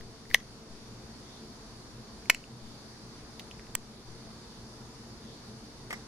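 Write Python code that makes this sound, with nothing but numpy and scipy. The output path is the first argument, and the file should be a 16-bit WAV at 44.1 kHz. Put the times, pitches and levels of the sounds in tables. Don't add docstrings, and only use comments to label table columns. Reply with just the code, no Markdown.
import sys
import numpy as np
from scipy import signal
from scipy.fft import rfft, irfft, next_fast_len
from scipy.io import wavfile
from scipy.ndimage import uniform_filter1d

SR = 44100
rng = np.random.default_rng(int(sys.argv[2]) if len(sys.argv) > 2 else 0)


def volts_from_decibels(level):
    exponent = np.asarray(level, float) / 20
    return 10 ** exponent


def log_audio(samples):
    frames = np.atleast_2d(samples).T
    limited = np.clip(frames, -1, 1)
    pcm = np.round(limited * 32767).astype(np.int16)
    wavfile.write(sys.argv[1], SR, pcm)


N = 267775
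MS = 1000
HISS_TOP_HZ = 13520
OPEN_S, SHUT_S, CATCH_S = 0.3443, 2.2979, 3.7505

# (frequency [Hz], width [Hz], level [dB])
OPEN_STEEL = [(620, 580, -8.5), (1200, 480, -5), (3170, 740, 2.5), (3970, 730, 2.5), (4820, 590, -0.5),
              (6330, 590, -2.5), (8950, 580, -7), (11470, 520, -5), (13950, 1400, -9), (15400, 1070, -13)]
# (frequency [Hz], width [Hz], level [dB])
SHUT_STEEL = [(483, 160, -24), (1390, 1460, -3), (3280, 890, -4.5), (4200, 360, 5), (5700, 300, 0.5),
              (6810, 370, 0), (7900, 1000, -5.5), (9500, 480, -3), (11020, 370, -10), (12500, 670, -6.5),
              (15000, 1470, -16)]
# (frequency [Hz], width [Hz], level [dB])
CATCH_STEEL = [(500, 620, -25), (1500, 1300, -6), (2600, 1800, -6), (4430, 430, -6.5), (5850, 270, -1.5),
               (6970, 460, -2), (7900, 580, 3.5), (9300, 1450, -8.5), (12150, 550, -6), (14100, 580, -2),
               (15180, 800, -4)]
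# (frequency [Hz], width [Hz], level [dB])
TABLE_MODES = [(600, 630, 1.5), (1310, 540, 6.5), (2400, 730, 6), (3180, 1450, 1.5), (5430, 690, -1.5),
               (7540, 930, -6), (9500, 700, -3), (12100, 1500, -16), (14000, 1200, -15), (15500, 800, -14)]
# (frequency [Hz], width [Hz], level [dB])
SLIDE_MODES = [(1900, 480, 0.5), (2700, 850, 2), (3580, 900, 1), (5440, 1200, -2), (7500, 1500, -11),
               (10000, 2000, -15), (13500, 1500, -12)]

# (frequency [Hz], density [dB per Hz])
HUM_SPECTRUM = [(12, -37), (20, -4), (122, -7), (182, -7), (220, -1.5), (261, -8), (454, -10.5), (561, -15),
                (1020, -15), (3200, -27.5), (4160, -59), (7040, -120)]
# (frequency [Hz], width [Hz], lift [dB])
STANDING_WAVES = [(55.7, 11.5, 4.5), (120.7, 10, 11.5), (158, 7.4, 4.5), (217.5, 4.2, 6.5), (235, 8.6, 4.5),
                  (292, 8.2, 5.5), (357.3, 8, 5), (374.5, 5.7, 4.5), (447.7, 10, 7.5), (668, 5.7, 6.5)]
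# (frequency [Hz], density [dB per Hz])
HISS_SPECTRUM = [(2200, -39), (3000, -12), (3700, -4), (4600, -0.5), (5900, -3), (6500, -6.5),
                 (7600, -11.5), (8500, -17.5), (9500, -8.5), (10200, -13), (10600, -20), (13400, -22.5)]
# (frequency [Hz], width [Hz], lift [dB])
HISS_PEAKS = [(3580, 60, 5.5), (4490, 130, 5), (4830, 90, 3), (5530, 100, 0.5), (6000, 130, 1),
              (9860, 81, 3)]
# (frequency [Hz], correlation [-1 to 1])
LIKENESS = [(60, 0.9), (110, 0.96), (200, 0.95), (380, 0.88), (700, 0.73), (1290, 0.28), (2380, 0.14),
            (4400, -0.33), (8120, 0.17), (15000, 0.16)]
# (frequency [Hz], t60 [s])
REVERBERATION = [(300, 0.12), (2000, 0.26), (6000, 0.44), (14000, 0.15)]
# (frequency [Hz], level [dB])
ANSWER_LEVEL = [(500, 0), (2000, -4.5), (3200, -4.5), (6000, 3.5), (14000, -4.5)]

# (step down [s], release starts [s])
GAIN_STEPS = [
    (.002, 0.28),
    (0.348, 0.69),
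    (2.301, 2.61),
    (3.756, 4.065),
]
# (time after first touch [ms], ring level [dB], ring frequency [Hz], ring swell [ms], crack level [dB])
OPEN_STAGES = [
    (0, -11.5, 2990, 0.33, -14),
    (.35, -6.5, 1965, .95, -25),
    (1.5, -23.5, 990, 0.6, -22),
]
SHUT_STAGES = [
    (0, -23, 1090, .17, -14),
    (.6, -5.5, 2580, .38, -30),
    (2.4, -14, 1900, 0.7, -12),
    (3.2, -7.5, 2330, .48, -29),
]
CATCH_STAGES = [
    (0, -30, 1120, 0.4, -32),
    (1.2, -28.5, 3220, 0.53, -20),
    (1.9, -29, 1840, .6, -23.5),
    (2.6, -33, 600, 0.34, -33),
]
# (time [s], ring level [dB], ring frequency [Hz], crack over ring [dB])
OPEN_TICKS = [
    (.0085, -42, 1900, -7),
    (.2535, -45.5, 1920, -17),
    (.3025, -40, 2100, -10),
    (.3115, -31.5, 1900, -24),
    (.337, -43.5, 1950, -6),
    (.372, -42, 1950, -14),
    (.402, -46, 1900, -4),
]
SHUT_TICKS = [
    (2.2565, -43.5, 2240, -7),
    (2.3125, -44, 2220, -3),
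    (2.3465, -27, 2680, -5.5),
    (2.347, -31, 2080, -27),
    (2.4395, -40, 2730, -13),
]
SLIDE_TICKS = [
    (3.395, -39.5, 1950, 5),
    (3.3975, -36.5, 3420, -7),
    (3.402, -42, 2600, -10),
    (3.512, -32.5, 2920, -14),
    (3.595, -40, 2000, -14),
    (3.668, -63.5, 3000, 9),
]
# (time [s], thump level [dB], thump frequency [Hz], thump swell [ms], rattle level [dB])
TABLE_CONTACTS = [
    (5.9041, -34, 790, 0.48, -29.5),
    (5.9275, -23.5, 1200, 0.18, -30),
]
# (time [s], level [dB])
SWISH_TIMES = [
    (1.33, -59.5),
    (2.72, -64),
    (4.03, -64),
    (4.5, -63),
    (5.36, -59),
]


def unit(x):
    return x / np.sqrt(np.mean(x ** 2) + 1e-20)


def along(points, hz):
    f, v = np.transpose(points)
    return np.interp(np.log(hz + 1), np.log(f + 1), v)


def filtered(x, response):
    n = x.shape[-1]
    m = next_fast_len(n + 8192)
    return irfft(rfft(x, m) * response(np.fft.rfftfreq(m, 1 / SR)), m)[..., :n]


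def resonances(modes):
    def response(f):
        total = 0
        for k, (centre, width, db) in enumerate(modes):
            damping = 1j * f * width
            total = total + (-1) ** k * volts_from_decibels(db) * damping / (centre * centre - f * f + damping)
        return total
    return response


def rush(response, patchy_db):
    z = signal.stft(rng.standard_normal((2, N)), nperseg=512)[2]
    field = uniform_filter1d(rng.standard_normal(z.shape[1:]), 8, axis=0)
    field = uniform_filter1d(field, 16, axis=1)
    pair = signal.istft(z * volts_from_decibels(patchy_db * unit(field)), nperseg=512)[1][:, :N]

    def mid_side(hz):
        turn = np.arccos(np.clip(along(LIKENESS, hz), -1, 1)) / 2
        return response(hz) * np.array([np.cos(turn), np.sin(turn)])

    mid, side = filtered(pair, mid_side)
    return unit(np.array([mid + side, mid - side]))


def lift(hz, bands):
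    return 1 + sum((volts_from_decibels(db) - 1) / (1 + (2 * (hz - c) / w) ** 2) for c, w, db in bands)


def air():
    hum = rush(lambda hz: volts_from_decibels(along(HUM_SPECTRUM, hz)) * lift(hz, STANDING_WAVES), patchy_db=0.8)
    hiss = rush(lambda hz: volts_from_decibels(along(HISS_SPECTRUM, hz)) * lift(hz, HISS_PEAKS) * (hz < HISS_TOP_HZ),
                patchy_db=0.9)
    hum_balance_db, hiss_balance_db = [[0.45], [-0.45]], [[-0.2], [0.2]]
    return volts_from_decibels(-48.5) * hum * volts_from_decibels(hum_balance_db) + volts_from_decibels(-55.5) * hiss * volts_from_decibels(hiss_balance_db)


def room(x):
    hz, t, z = signal.stft(rng.standard_normal((2, SR // 3)), SR, nperseg=128)
    walls = volts_from_decibels(-60 * t / along(REVERBERATION, hz)[:, None])
    near_scatter = volts_from_decibels(14.5 - 60 * t / 0.029)
    brightness = volts_from_decibels(along(ANSWER_LEVEL, hz))[:, None]
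    tail = signal.istft(z * (walls + near_scatter) * brightness, SR, nperseg=128)[1]
    late = np.pad(x.mean(axis=0), (130, 0))[None]
    return signal.fftconvolve(late, tail / np.linalg.norm(tail[0]), axes=1)[:, :N]


def swishing():
    t = np.arange(N) / SR
    grain = rush(np.ones_like, patchy_db=2.2)
    swish_s, glide_s = 0.11, 0.032

    def swell(late_s):
        return sum(volts_from_decibels(db) * np.exp(-((t - s - late_s) / swish_s) ** 2) for s, db in SWISH_TIMES)

    def band(hz, width):
        resonator = resonances([(hz, width, 0)])
        return unit(filtered(grain, lambda f: resonator(f) ** 2 * (f < HISS_TOP_HZ)))

    lower = swell(-glide_s) * band(hz=3660, width=760)
    upper = volts_from_decibels(1.0) * swell(glide_s) * band(hz=4300, width=1200)
    return lower + upper


def pivot():
    t = np.arange(N) / SR
    rise = np.clip((t - 0.27) / 0.03, 0, 1) ** 2
    rush_db = 15.5 * np.clip(1 + (t - OPEN_S) / 0.0128, 0, 1)
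    stop = np.exp(-np.clip(t - OPEN_S, 0, None) / 0.0062)
    modes = [(1950, 380, 4.0), (4750, 900, -3), (9900, 4000, -13.5), (15000, 2020, -17)]
    return volts_from_decibels(-54.5 + rush_db) * rise * stop * rush(resonances(modes), patchy_db=2.0)


def ticks(rows, swell_ms):
    return [(s, db, hz, swell_ms, db + crack_db) for s, db, hz, crack_db in rows]


def snap(s, stages):
    return [(s + ms / MS, *rest) for ms, *rest in stages]


def rebounds(s, first_ms, gap_ms, ring_db, ring_hz, loss_db, swell_ms, crack_db, count):
    rows = []
    for k in range(count):
        time = s + (first_ms + k * gap_ms) / MS
        hz = ring_hz + 70 * rng.standard_normal()
        crack = ring_db + crack_db - k * (loss_db + 2.5)
        rows.append((time, ring_db - k * loss_db, hz, swell_ms, crack))
    return rows


def laying():
    rows = []
    for s, db, hz, swell_ms, rattle_db in TABLE_CONTACTS:
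        rows.append((s, db, hz, swell_ms, db - 17))
        rows += rebounds(s, first_ms=1.7, gap_ms=4.2, ring_db=rattle_db, ring_hz=2000, loss_db=3,
                         swell_ms=0.76, crack_db=-11, count=4)
    return rows


def opening():
    chatter = rebounds(OPEN_S, first_ms=9, gap_ms=3.7, ring_db=-27.5, ring_hz=1950, loss_db=3.5,
                       swell_ms=0.5, crack_db=-4, count=3)
    return snap(OPEN_S, OPEN_STAGES) + chatter + ticks(OPEN_TICKS, swell_ms=0.71)


def closing():
    chatter = rebounds(SHUT_S, first_ms=6, gap_ms=2, ring_db=-25, ring_hz=2300, loss_db=9,
                       swell_ms=0.5, crack_db=-4, count=2)
    return snap(SHUT_S, SHUT_STAGES) + chatter + ticks(SHUT_TICKS, swell_ms=0.57)


def knife(contacts, steel, crack_ms, apart, pan_db, lag_ms, shell):
    choke = 1.27
    rings, cracks = np.zeros((2, 2, N + SR // 50))
    t_ms = np.arange(SR // 50) / SR * MS
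    for s, ring_db, ring_hz, swell_ms, crack_db in contacts:
        at = int(s * SR)
        span = slice(at, at + len(t_ms))
        fraction_ms = (s * SR - at) / SR * MS
        since = np.clip(t_ms - fraction_ms - np.array([[lag_ms], [0]]), 0, None)

        u = since / max(2.56 * swell_ms, 0.1)
        envelope = (u * np.exp((1 - u ** choke) / choke)) ** 4.3
        rings[:, span] += volts_from_decibels(ring_db) * envelope * np.sin(2 * np.pi * ring_hz * since / MS)

        grit = rng.standard_normal((3, len(t_ms)))
        shared = np.array([np.roll(grit[0], round(lag_ms * SR / MS)), grit[0]])
        decay = (since > 0) * np.exp(-since / crack_ms)
        cracks[:, span] += volts_from_decibels(crack_db + 10.5) * decay * (shared + apart * grit[1:])
    rings = rings + filtered(rings, resonances([shell]))
    balance = volts_from_decibels([[pan_db / 2], [-pan_db / 2]])
    return balance * (rings + filtered(cracks, resonances(steel)))[:, :N]


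def scene():
    opened = knife(opening(), OPEN_STEEL, crack_ms=1.12, apart=0.83, pan_db=2.5, lag_ms=0.028,
                   shell=(1960, 18, -15))
    shut = knife(closing(), SHUT_STEEL, crack_ms=0.81, apart=0.64, pan_db=-1.0, lag_ms=0.033,
                 shell=(2250, 40, -15))
    slide = knife(ticks(SLIDE_TICKS, swell_ms=0.29), SLIDE_MODES, crack_ms=1.3, apart=0.45, pan_db=-3.0,
                  lag_ms=0.015, shell=(2100, 50, -9))
    catch = knife(snap(CATCH_S, CATCH_STAGES), CATCH_STEEL, crack_ms=0.88, apart=0.61, pan_db=-4.0,
                  lag_ms=0.024, shell=(1870, 50, -6))
    laid = knife(laying(), TABLE_MODES, crack_ms=2.2, apart=0.77, pan_db=1.0, lag_ms=0.16,
                 shell=(2050, 18, 4))
    mix = air() + swishing() + pivot()
    for direct, wet_db in [(opened, -17), (shut, -13.5), (slide, -6), (catch, -27), (laid, 0.0)]:
        mix = mix + direct + volts_from_decibels(wet_db) * room(direct)
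    return mix


def top_cut(x):
    return signal.sosfilt(signal.butter(12, 16830, fs=SR, output="sos"), x)


def record(dry):
    t = np.arange(N) / SR
    ducked = sum(np.interp(t, [down, down + 0.005, up, up + 0.032], [0, 1, 1, 0]) for down, up in GAIN_STEPS)
    gain = volts_from_decibels(-1.5 * ducked)
    offset = np.array([[0.05], [0.024]]) * (1 - gain)
    drained = filtered(offset, lambda hz: 1j * hz / (3.0 + 1j * hz))
    held = gain * dry / (1 + np.abs(dry / 0.67) ** 5) ** (1 / 5)
    heard = filtered(held, lambda hz: np.clip((16350 - hz) / 350 + 0.5, 0, 1))
    return top_cut(heard + drained)


dry = scene()
out = record(dry)
log_audio(out)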